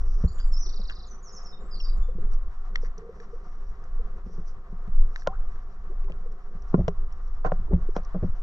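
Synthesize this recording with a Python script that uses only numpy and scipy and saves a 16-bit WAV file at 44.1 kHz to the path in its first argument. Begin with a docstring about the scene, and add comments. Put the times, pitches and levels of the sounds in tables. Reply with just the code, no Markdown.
"""A paddle bumps and scrapes the hull of a small boat, water splashes, plops, drips and trickles,
and birds sing between the brick walls of a canal, over a deep rumble and the far hiss of a town.
Knocks ring the modes of the hull, bubbles and birds are gliding tones, and the rest is shaped noise.
Echoes of the walls are fading noise. Sound from the air enters two ports that differ in level and phase;
knocks come straight through the hull."""
import sys
import numpy as np
from scipy import signal
from scipy.fft import rfft, irfft, next_fast_len
from scipy.io import wavfile
from scipy.ndimage import uniform_filter1d, map_coordinates

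SR = 44100
rng = np.random.default_rng(int(sys.argv[2]) if len(sys.argv) > 2 else 0)


def digitize_waveform(pressure):
    """Quantize a signal to 16-bit integers and store it at the path in sys.argv[1].

    Rows of a 2-D input are taken as channels; values are limited to [-1, 1].
    """
    field = np.atleast_2d(pressure).T
    bounded = np.clip(field, -1, 1)
    quanta = np.round(bounded * 32767).astype(np.int16)
    wavfile.write(sys.argv[1], SR, quanta)


def magnitude_from_level(level_db):
    """Linear magnitude for a level in decibels (20 dB per decade)."""
    exponent = np.asarray(level_db, float) / 20
    return 10 ** exponent


N = 371322  # length in samples

# spectrum of fine water spray: f/Hz, level/dB
SPRAY_SPECTRUM = [(2500, -39), (4000, -18), (5000, -8), (5800, -1), (6600, -19.5), (7500, -23.5),
                  (9000, -64)]
# spectrum of a sharp crack or tick: f/Hz, level/dB
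CRACK_SPECTRUM = [(1000, -39), (1600, -1.5), (2200, 4), (2800, -1), (3500, -2), (4800, -5.5), (6000, -4.5),
                  (7300, -14), (8500, -35.5), (13000, -50)]


def unit(x):
    """Scales a sound to an rms of 1."""
    return x / np.sqrt(np.mean(x ** 2) + 1e-20)


def along(points, hz):
    """Reads a curve of (Hz, value) points on a log frequency axis."""
    f, v = np.transpose(points)
    return np.interp(np.log(hz + 1), np.log(f + 1), v)


def curves(rows):
    """Joins the rows by straight lines: one value per sample for each column after the time."""
    s, *columns = np.transpose(rows)
    return [np.interp(np.arange(N) / SR, s, column) for column in columns]


def wobble(rate):
    """A smooth random curve with rate knots a second, at most 59."""
    knots = rng.standard_normal(int(N * 60 / SR) + 4)
    return map_coordinates(knots, [np.arange(N) * rate / SR])


def filtered(x, response):
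    """Multiplies the spectrum of x by a response that depends on frequency."""
    n = x.shape[-1]
    m = next_fast_len(n + 8192)
    return irfft(rfft(x, m) * response(np.fft.rfftfreq(m, 1 / SR)), m)[..., :n]


def coloured(x, spectrum):
    """Gives x the tone of a (Hz, dB) spectrum."""
    return filtered(x, lambda hz: magnitude_from_level(along(spectrum, hz)))


def add(track, s, sound, db):
    """Lays a sound on a track at s seconds, with the peak of its channel mean at db."""
    part = track[..., round(s * SR):][..., :sound.shape[-1]]
    peak = np.abs(np.atleast_2d(sound).mean(0)).max()
    part += magnitude_from_level(db) * sound[..., :part.shape[-1]] / peak


def diffuse(spectrum, lumps_db=0, rate=20):
    """Sound from all around: two noises of uneven level, mixed so that the channels are partly alike."""
    # likeness of the two channels: f/Hz, likeness 0-1
    alike = [(60, .998), (300, .98), (500, .94), (1100, .86), (1500, .55), (2000, .35), (4000, .4),
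             (5000, .8), (6000, .8), (7000, .3), (9000, .8)]
    pair = rng.standard_normal((2, N)) * magnitude_from_level(lumps_db * wobble(rate))

    def mix(hz):
        turn = np.arccos(np.clip(along(alike, hz), 0, 1)) / 2
        return magnitude_from_level(along(spectrum, hz)) * [np.cos(turn), np.sin(turn)]

    mid, side = filtered(pair, mix)
    return unit(np.array([mid + side, mid - side]))


def town():
    """The far hiss of a town: broad noise whose level hardly changes."""
    # f/Hz, level/dB
    town_spectrum = [(350, -47), (600, -20.5), (694, -1), (769, -3.5), (836, -13.5), (937, -5.5),
                     (1010, -7), (1060, -3), (1160, 0), (1560, -9.5), (1890, -12.5), (2330, -22.5),
                     (4340, -29.5), (5860, -34), (7130, -34.5), (9270, -59.5), (15700, -120)]
    return magnitude_from_level(-56.5 + 0.8 * wobble(1.874)) * diffuse(town_spectrum, lumps_db=1.71, rate=30)


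def lapping():
    """Water laps in the hull: lumpy noise strongest at a few pitches."""
    # strength of the lapping: t/s, level/dB
    lap_levels = [(0.0, -54), (0.52, -57.5), (2.2, -54.5), (2.56, -58.5), (3.12, -54), (3.66, -57),
                  (5.37, -57.5), (6.82, -56), (7.15, -57.5), (7.46, -60), (7.6, -55.5), (8.42, -58)]
    # f/Hz, level/dB
    lap_spectrum = [(65, -38), (110, -9.5), (184, 2), (280, -15), (402, -0.5), (454, -8.5), (517, -4.5),
                    (594, -18.5), (620, -13), (810, -56), (1360, -120)]
    return magnitude_from_level(curves(lap_levels)[0]) * diffuse(lap_spectrum, lumps_db=2.5, rate=17)


def sway():
    """The hull sways as a very deep rumble, with a low wash of water under it."""
    # t/s, level of the sway/dB (wavers about this), level of the wash/dB
    sway_levels = [(0.0, -12, -36), (0.23, -24, -44), (0.28, -32, -34), (0.68, -17, -49),
                   (1.01, -34.5, -46), (1.57, -34, -50.5), (1.73, -23.5, -47), (2.3, -16.5, -39.5),
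                   (2.56, -26, -50), (2.93, -26.5, -44.5), (3.19, -40.5, -53.5), (3.63, -22, -48),
                   (3.75, -27, -43.5), (4.43, -29, -49), (4.57, -20.5, -43.5), (4.64, -39.5, -55),
                   (5.02, -13.5, -44), (5.07, -24.5, -43.5), (6.28, -27, -47.5), (6.4, -44, -52),
                   (6.54, -27.5, -49), (6.87, -28.5, -36), (7.32, -28.5, -45), (7.65, -23.5, -34),
                   (8.28, -24.5, -51), (8.42, -26, -38)]
    # spectrum of the sway: f/Hz, level/dB
    deep_spectrum = [(2, -23), (6, -4.5), (20, 12), (30, -8.5), (40, -10.5), (55, -25), (80, -104.5)]
    # spectrum of the wash: f/Hz, level/dB
    wash_spectrum = [(25, -73), (45, 5.5), (70, -8.5), (120, -22.5), (150, -24.5), (250, -101)]
    sway_db, wash_db = curves(sway_levels)
    swing = diffuse(deep_spectrum)
    power = np.abs(uniform_filter1d(swing[0] ** 2, SR // 12))
    swing = unit(swing / np.sqrt(power + 0.076))  # an even rocking
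    rumble = magnitude_from_level(sway_db + 5 * wobble(7)) * swing
    return rumble + magnitude_from_level(wash_db) * diffuse(wash_spectrum, lumps_db=2.5, rate=22)


def trickle():
    """Water runs off the blade: sparse spikes of very unequal size over a fine hiss."""
    # spurts on top of a steady dribble: middle t/s, level/dB, half length/s
    spurts = [(0.078, -65, 0.24), (2.333, -63, 0.019), (2.847, -64.5, 0.03), (3.202, -80, 0.068),
              (3.602, -81, 0.31), (4.343, -74.5, 0.066), (4.488, -70, 0.034), (5.188, -68, 0.047),
              (6.12, -88.5, 0.041), (7.83, -91, .06), (7.965, -64, 0.017)]
    droplets_per_s = 260
    sizes = magnitude_from_level(4.3 * np.minimum(rng.exponential(size=N), 3.2))
    spikes = (rng.random(N) < droplets_per_s / SR) * sizes * rng.choice([-1, 1], N)
    hiss = diffuse(SPRAY_SPECTRUM, lumps_db=5.0, rate=29)
    fizz = unit(coloured(spikes, SPRAY_SPECTRUM)) * 1.5 + hiss * 2.2
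    t = np.arange(N) / SR
    flow = magnitude_from_level(-83.5 + 2.5 * wobble(4.5))  # the dribble
    for s, db, half in spurts:
        flow = flow + magnitude_from_level(db) * np.exp(-np.abs((t - s) / half) ** 3)
    return flow * unit(fizz)


def repeats():
    """The trill: a row of notes at a nearly even pace, slowly fading."""
    # first t/s, gap/s, number of notes
    pace = [(.646, .0378, 11)]
    # its note: length/s, first f/Hz, last f/Hz, level/dB, bend, swell/dB, fade per note/dB
    repeated = [(.026, 6050, 3600, -44.5, 1.45, 3, .2)]
    uneven_s, uneven_db = .002, 2
    notes = []
    for (s, gap, count), (*glide, db, bend, swell_db, fade_db) in zip(pace, repeated):
        for k, (shift, loud) in enumerate(rng.standard_normal((count, 2))):
            start = s + k * gap + uneven_s * shift
            notes.append((start, *glide, db - k * fade_db + uneven_db * loud, bend, swell_db))
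    return notes


def birds():
    """Each note is a gliding, trembling whistle, broken up by the leaves and bricks around the perch."""
    # single notes: t/s, length/s, first f/Hz, last f/Hz (a tremble is added), peak level/dB,
    # bend (over 1 glides faster at first), swell from start to end/dB
    song_notes = [(.243, .02, 7550, 7000, -59, 1.6, 0), (.27, .024, 3900, 4850, -50, 1.1, 10),
                  (.28, .022, 7050, 6900, -60, 1, 0), (.33, .018, 7950, 7700, -67, 1, 0),
                  (.345, .022, 7150, 6900, -58, 1.6, 0), (.379, .024, 7550, 6950, -59, 1.4, 0),
                  (.394, .017, 4450, 5000, -46, 1.2, 0), (.455, .04, 8100, 6950, -61, 1.3, 6),
                  (.518, .02, 7250, 6950, -60, 1.4, 0), (.52, .037, 5650, 5250, -39, 3, 6),
                  (.554, .016, 5250, 4880, -46, 1.4, 0), (.56, .022, 5300, 5500, -40, 1.4, 0),
                  (.584, .014, 5650, 6050, -44, 1.5, 0), (.596, .036, 6020, 5750, -39, 1.2, 0),
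                  (.63, .014, 5250, 5600, -41, 1, 0), (.643, .036, 6050, 5500, -44, .8, 0),
                  (1.066, .028, 7100, 6100, -53, 1.4, 0), (1.092, .045, 6150, 5950, -47, 1.4, 0),
                  (1.226, .075, 7100, 5200, -45, 1.5, 8), (1.32, .068, 6950, 5150, -43, 1.4, 10),
                  (1.424, .024, 7250, 6000, -55, 1, 0), (1.443, .042, 5950, 5150, -44.5, 1.4, 4),
                  (1.524, .031, 3784, 3620, -50, 1.4, -5), (1.6, .035, 7250, 7280, -68, 1, 0),
                  (1.63, .085, 7300, 7720, -69, 3, 0), (1.71, .062, 5150, 3750, -41, .62, -7),
                  (1.789, .04, 5800, 5400, -40, 3.5, -9), (1.834, .027, 5050, 4600, -40, 1.4, 0),
                  (1.856, .014, 3750, 3900, -59, 1, 0), (1.89, .016, 4250, 3750, -54, 1, 0),
                  (1.91, .04, 7950, 7750, -75, 1, 0), (1.958, .04, 7450, 6750, -62, 1.4, 0),
                  (2.01, .03, 7350, 6950, -66, 1, 0), (2.02, .03, 3600, 3500, -58, 1, 0)]
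    tremble_hz, smear_s, bounce_s = 55, .04, .009
    out, t, tremble = np.zeros(N), np.arange(SR // 12) / SR, wobble(59)
    for s, length, first_hz, last_hz, db, bend, swell_db in song_notes + repeats():
        u = np.linspace(0, 1, round(length * SR))
        glide = first_hz + (last_hz - first_hz) * (1 - (1 - u) ** bend)
        glide = glide + tremble_hz * tremble[round(s * SR):][:len(u)]
        swell = np.sin(np.pi * u) ** 0.5 * magnitude_from_level(swell_db * u)
        note = swell * np.sin(2 * np.pi * np.cumsum(glide) / SR)
        smear = .12 * rng.standard_normal(len(t)) * magnitude_from_level(-60 * t / smear_s)
        smear[0] = 1  # the direct sound
        smear[round(bounce_s * SR)] = .9 * rng.random()  # mirrored off the canal
        add(out, s, signal.fftconvolve(note, smear), db)
    return out


def drops():
    """A drop is a few cycles at its pitch with a tick of spray on top; smaller drops patter after it."""
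    # drops striking the water: t/s, peak level/dB, f/Hz, peak level of the spray/dB, patter decay/s
    drop_rows = [(0.381, -47, 1786, -72, 0.015), (0.4, -38, 1414, -101, 0.014),
                 (.386, -42.5, 3090, -84, 0.023), (.898, -32, 2850, -82, .008),
                 (0.8972, -33, 1640, -49, 0.018), (2.7573, -16, 1966, -49, 0.0046),
                 (2.759, -27, 3150, -61, .003), (2.848, -40, 1830, -60, 0.018),
                 (2.979, -51, 1540, -45.5, 0.0013), (3.201, -40.5, 1820, -54.5, 0.0057),
                 (3.839, -49, 1480, -58.5, 0.0025), (5.1602, -24.5, 1730, -61, 0.004),
                 (5.159, -44.5, 3720, -82, 0.0056), (5.161, -38, 2730, -83, 0.0017),
                 (5.177, -72, 1510, -56.5, .002), (5.195, -56, 1500, -52.5, .004),
                 (5.211, -70, 1500, -51.5, .002), (5.221, -39.5, 1690, -69, 0.0024),
                 (5.233, -66, 1690, -53, .002), (5.52, -47, 1720, -76, .0032),
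                 (5.558, -43.5, 1630, -76, .0033), (5.876, -60.5, 2500, -86, 0.0037),
                 (6.043, -47.5, 2430, -71, 0.0028), (6.097, -46, 2050, -69, .004),
                 (6.121, -39.5, 2800, -79, .002), (6.32, -61, 1730, -58.5, 0.0032),
                 (6.6218, -52, 1700, -53, 0.0012), (6.881, -35.5, 2900, -48, 0.006),
                 (7.114, -55.5, 3000, -78, .002), (7.1242, -62, 1550, -53, 0.003),
                 (7.246, -75, 1490, -72, .001), (7.2774, -68, 1490, -61.5, 0.0038),
                 (7.352, -73, 1490, -66, 0.0012), (7.533, -65, 1490, -58, 0.0011),
                 (7.907, -71, 1490, -61, 0.0011), (7.934, -75, 1490, -61.5, 0.00078),
                 (8.034, -78, 1500, -56, .002), (8.048, -53, 1720, -48.5, 0.0025)]
    out, t, after = np.zeros(N), np.arange(SR // 40) / SR, np.arange(SR // 12) / SR
    for s, db, hz, spray_db, patter in drop_rows:
        noise = rng.standard_normal((2, len(t)))
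        hits = rng.random(len(after)) < 500 / SR  # 500 a second on average
        train = hits * rng.standard_normal(len(after)) * 0.72 * np.exp(-after / max(patter, .001))
        train[0] = 1  # the first drop
        tick = coloured(noise[0] * magnitude_from_level(-60 * t / 0.0085), CRACK_SPECTRUM)
        ping = np.sin(2 * np.pi * hz * t) * magnitude_from_level(-60 * t / 0.0071) + 0.4 * tick
        ping = ping * (1 - np.exp(-t / 0.00023))  # a very quick onset
        spray = coloured(noise[1] * magnitude_from_level(-60 * t / 0.028), SPRAY_SPECTRUM)
        add(out, s, signal.fftconvolve(ping, train), db)
        add(out, s, signal.fftconvolve(spray, train), spray_db)
    return out


def bubbles():
    """A bubble closing at the hull swells softly, wavers and rings while its pitch climbs."""
    # t/s, peak level/dB (before the waver), starting f/Hz, time to fade by 60 dB/s
    plops = [(0.667, -46.5, 362, 0.12), (2.09, -37.5, 469, 0.054), (2.839, -33.5, 452, 0.017),
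             (2.985, -44, 420, 0.075), (3.019, -44.5, 425, 0.24), (3.054, -42, 432, 0.2),
             (3.097, -32.5, 447, 0.026), (3.208, -42.5, 438, 0.054), (3.336, -35.5, 445, 0.052),
             (3.997, -40.5, 445, 0.076), (4.165, -47.5, 399, 0.053), (5.899, -43, 350, 0.12),
             (6.047, -46, 368, 0.18), (6.264, -41, 450, 0.042), (7.895, -25.5, 377, 0.013)]
    out, t, waver = np.zeros(N), np.arange(SR // 8) / SR, wobble(59)
    for s, db, hz, t60 in plops:
        climb = 21 * (hz / 1000) ** 2  # relative pitch rise per second, faster for small high bubbles
        turns = hz * (t + climb * t * t / 2)
        swell = (1 - np.exp(-(t / 0.0074) ** 2)) * magnitude_from_level(-60 * t / max(t60, .005))
        add(out, s - .007, swell * np.sin(2 * np.pi * turns), db)
    return out * magnitude_from_level(0.86 * waver)


def risers():
    """A bubble that rises and shrinks: a clear tone swells and fades while its pitch climbs ever faster."""
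    # t/s, length/s, first f/Hz, last f/Hz, peak level/dB
    riser_rows = [(1.8, 0.0047, 2950, 3280, -40.5), (1.804, 0.0062, 2670, 2900, -38.5),
                  (1.851, 0.007, 2870, 3130, -52.5), (1.892, 0.011, 2310, 2540, -52),
                  (5.266, 0.081, 748, 787, -42.5), (5.315, 0.033, 761, 1720, -44),
                  (5.345, 0.018, 1050, 1770, -46)]
    out = np.zeros(N)
    for s, length, first_hz, last_hz, db in riser_rows:
        u = np.linspace(0, 1, round(length * SR))
        glide = first_hz * (last_hz / first_hz) ** u
        add(out, s, np.sin(np.pi * u) * np.sin(2 * np.pi * np.cumsum(glide) / SR), db)
    return out


def splashes():
    """Water thrown up at the hull: thirty unequal bubbles, crowded at the start, each a few rising cycles."""
    # t/s, length/s, peak level/dB, middle f/Hz
    splash_rows = [(1.746, 0.056, -53, 3080), (5.9, 0.27, -42.5, 430), (6.077, 0.13, -44, 1160),
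                   (6.787, 0.084, -33, 356), (7.444, 0.044, -32.5, 1424), (7.484, 0.04, -39, 878),
                   (7.678, 0.039, -42.5, 390), (7.708, 0.041, -26.5, 389), (7.953, 0.04, -37, 1266),
                   (8.143, 0.026, -41, 1160), (8.221, 0.037, -51, 454)]
    pitch_spread, fade_turns = 0.29, 6.7  # log spread of pitch, cycles to fade by 20 dB
    out, t = np.zeros((2, N)), np.arange(SR // 3) / SR
    for s, length, db, hz in splash_rows:
        when = rng.random((30, 1))
        pitch, size, pan = rng.standard_normal((3, 30, 1))
        turns = np.maximum(t - length * when ** 1.3, 0) * hz * np.exp(pitch_spread * pitch)
        grains = magnitude_from_level(5.5 * size - 17 * when - 20 * turns / fade_turns) * (1 - np.exp(-turns))
        grains = grains * np.sin(2 * np.pi * turns * (1 + 0.035 * turns))
        pan_db = 4.7 * hz / (hz + 1500) * pan  # high splashes spread wider
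        pair = [np.sum(grains * magnitude_from_level(side * pan_db), 0) for side in (1, -1)]
        add(out, s, np.array(pair), db)
    return out


def paddle():
    """Each contact is a push, then a rough scrape, that rings the hull modes and cracks."""
    # hardness (0 thud to 3 ring), peak level of the crack/dB, contact time/s
    bumps = [(0.238, -10, 0.39, -72, 0.0051), (0.79, -38, 1.26, -66, 0.013),
             (2.152, -33.5, 0.77, -67, 0.0015), (2.182, -32.5, 0.81, -68, 0.0067),
             (2.212, -36.5, 0.31, -69.5, 0.017), (4.262, -34, 0.62, -67, 0.0054),
             (4.375, -31.5, 0.65, -76, 0.016), (4.727, -32.5, 0.58, -73, 0.0016),
             (4.876, -31.5, 0.25, -61, 0.005), (5.262, -29.5, 3.8, -70.5, 0.0093),
             (5.273, -14.5, 2.42, -20, 0.0016), (6.098, -35.5, 1.66, -61.5, 0.0063),
             (6.545, -38, 0.64, -67, 0.011), (6.73, -37, 1.5, -64.5, 0.0035),
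             (6.742, -8, 1.51, -57, 0.0025), (6.775, -18.5, 0.87, -71, 0.013),
             (6.788, -11, 0.61, -74.5, 0.0079), (6.809, -23.5, 0.86, -66.5, 0.0016),
             (6.837, -32, 0.33, -70.5, 0.0066), (6.881, -14.5, 1.91, -29.5, 0.0021),
             (7.448, -18.5, 2.2, -46, 0.0042), (7.457, -24, 2.39, -46.5, 0.012),
             (7.52, -16, 2.01, -72, 0.00023), (7.591, -29.5, 0.19, -74, 0.0046),
             (7.713, -29, 0.81, -71, 0.0042), (7.726, -10, 0.075, -80, 0.0068),
             (7.733, -19, 0.89, -77, 0.0028), (7.742, -27, 0.94, -72, 0.0025),
             (7.75, -23, 0.35, -71, 0.012), (7.775, -36.5, 0.64, -76, 0.0044),
             (7.957, -28, 1.7, -49, 0.017), (7.965, -17.5, 2.03, -32, 0.0024),
             (8.143, -23, 1.2, -76, 0.012), (8.18, -30.5, 0.45, -66, 0.0019),
             (8.225, -15.5, 0.71, -82, 0.011), (8.235, -27.5, 1.06, -74, 0.0042),
             (8.277, -27, 0.18, -75, 0.0048)]
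    # hull modes in four groups, thud, body, knock, ring: f/Hz, level/dB (scattered at each contact),
    # time to fade by 60 dB/s
    hull_modes = [
        [(57.4, 0.5, 0.068), (90, -2, 0.056), (122, -7.5, 0.049)],
        [(175.2, 4, 0.1), (272, -13, 0.056), (340.6, -7, 0.04)],
        [(403, -26, 0.086), (512.5, 7.5, 0.012), (613, 7.5, 0.0061)],
        [(740, -9, 0.092), (800, -15.5, .05), (1047, 11.5, 0.014), (1055, -1.5, 0.054), (1383, -1.5, 0.028),
         (1880, -6, 0.0091)],
    ]
    falloff_db = 8  # loss of a group one step from the hardness; grows with the square
    scatter_db, push_s = 3, .01
    out, t = np.zeros((2, N)), np.arange(SR // 5) / SR
    short = t[:SR // 16]
    for s, db, hardness, crack_db, contact in bumps:
        fade_s = max(contact, .0005)
        scrape = np.exp(-short / fade_s) * rng.standard_normal(len(short))
        scrape *= 1 - np.exp(-short / fade_s / 0.23)
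        scrape[0] = push_s / max(contact, .001)  # a long contact starts softly
        for group, modes in enumerate(hull_modes):
            hz, mode_db, t60 = np.transpose(modes)[..., None]
            luck = rng.standard_normal((2, len(modes), 1))
            rings = magnitude_from_level(mode_db + scatter_db * luck[0] - 60 * t / t60) * np.sin(2 * np.pi * hz * t)
            rings *= (-1.) ** np.arange(len(modes))[:, None]  # neighbouring modes start in opposite phase
            height = (hz / 850) ** 5
            apart = .9 * height / (1 + height) * luck[1]  # higher modes reach the ports unequally
            pair = [np.sum(rings * (1 + side * apart), 0) for side in (1, -1)]
            # large panels take the push slowly and radiate its change
            panel = t[:SR // 50] * np.exp(-t[:SR // 50] * hz.mean() / 0.39)
            push = np.diff(np.convolve(scrape, panel))
            knock = signal.fftconvolve(pair, push[None], axes=1)
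            add(out, s, knock, db - falloff_db * (group - hardness) ** 2)
        crack = coloured(np.pad(scrape, (SR // 1000, 0)), CRACK_SPECTRUM)
        add(out, s - .001, crack * [[.9], [1.1]], crack_db)
    return out


def walls(x, t60, slap_db):
    """Brick walls: a diffuse tail with a slap that repeats across the canal, its fine grain drawn anew
    for each overlapping piece."""
    spread, slap_s = .8, 0.037  # noise that differs from port to port, time between slaps
    out, t, step = np.zeros((2, N + 2 * SR)), np.arange(SR // 2) / SR, SR // 6
    x = np.pad(x, (step, 0))
    for start in range(0, N + step, step):
        noise = rng.standard_normal((3, len(t)))
        shape = magnitude_from_level(-60 * t / t60 + slap_db * np.cos(2 * np.pi * t / slap_s)) * (t > .008)
        tail = (noise[0] + spread * noise[1:]) * shape
        piece = x[start:start + 2 * step]
        piece = piece * np.hanning(2 * step)[:len(piece)]
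        wet = signal.fftconvolve([piece], tail / np.linalg.norm(tail[0]), axes=1)
        out[:, start:start + wet.shape[1]] += wet
    return out[:, step:step + N]


def ports(air):
    """Sound from the air reaches two ports that differ in level and phase, mostly in the treble."""
    # f/Hz, left over right/dB
    balance = [(130, 0), (400, .5), (800, .3), (1400, 1.5), (2300, 3.5), (4000, -1.5), (6700, -2.5),
               (9000, 0)]
    # f/Hz, phase lead of the left/rad
    lead = [(300, 0), (1200, -.15), (1500, -1.6), (2100, -2.6), (3000, -3.5), (3700, -4.2), (4700, -5),
            (5300, -6), (6900, -6.6), (9000, -6.3)]
    side, edge = np.array([[.5], [-.5]]), SR // 10
    padded = np.pad(air, ((0, 0), (edge, edge)), "reflect")

    def response(hz):
        return magnitude_from_level(side * along(balance, hz)) * np.exp(1j * side * along(lead, hz))

    return filtered(padded, response)[:, edge:-edge]


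def scene():
    """Knocks travel through the hull into the housing; the rest comes by air, birds with a strong echo."""
    knocks, song = paddle(), birds()
    water = bubbles() + risers() + splashes() + drops() * [[.9], [1.1]]
    far_song = song + magnitude_from_level(-1.5) * walls(song, t60=.26, slap_db=6)
    near_echo = magnitude_from_level(-26.0) * walls((knocks + water).mean(0), t60=0.34, slap_db=0)
    background = sway() + lapping() + town()
    return knocks + ports(water + near_echo + far_song + trickle() + background)


def low_pass(x):
    """Removes everything above the highest recorded frequency."""
    return signal.sosfilt(signal.butter(12, 15100, fs=SR, output="sos"), x)


def record(dry):
    """The microphones add a faint steady hiss of their own."""
    hiss = magnitude_from_level(-88) * rng.standard_normal(dry.shape)
    return low_pass(dry + hiss)


dry = scene()
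out = record(dry)
digitize_waveform(out)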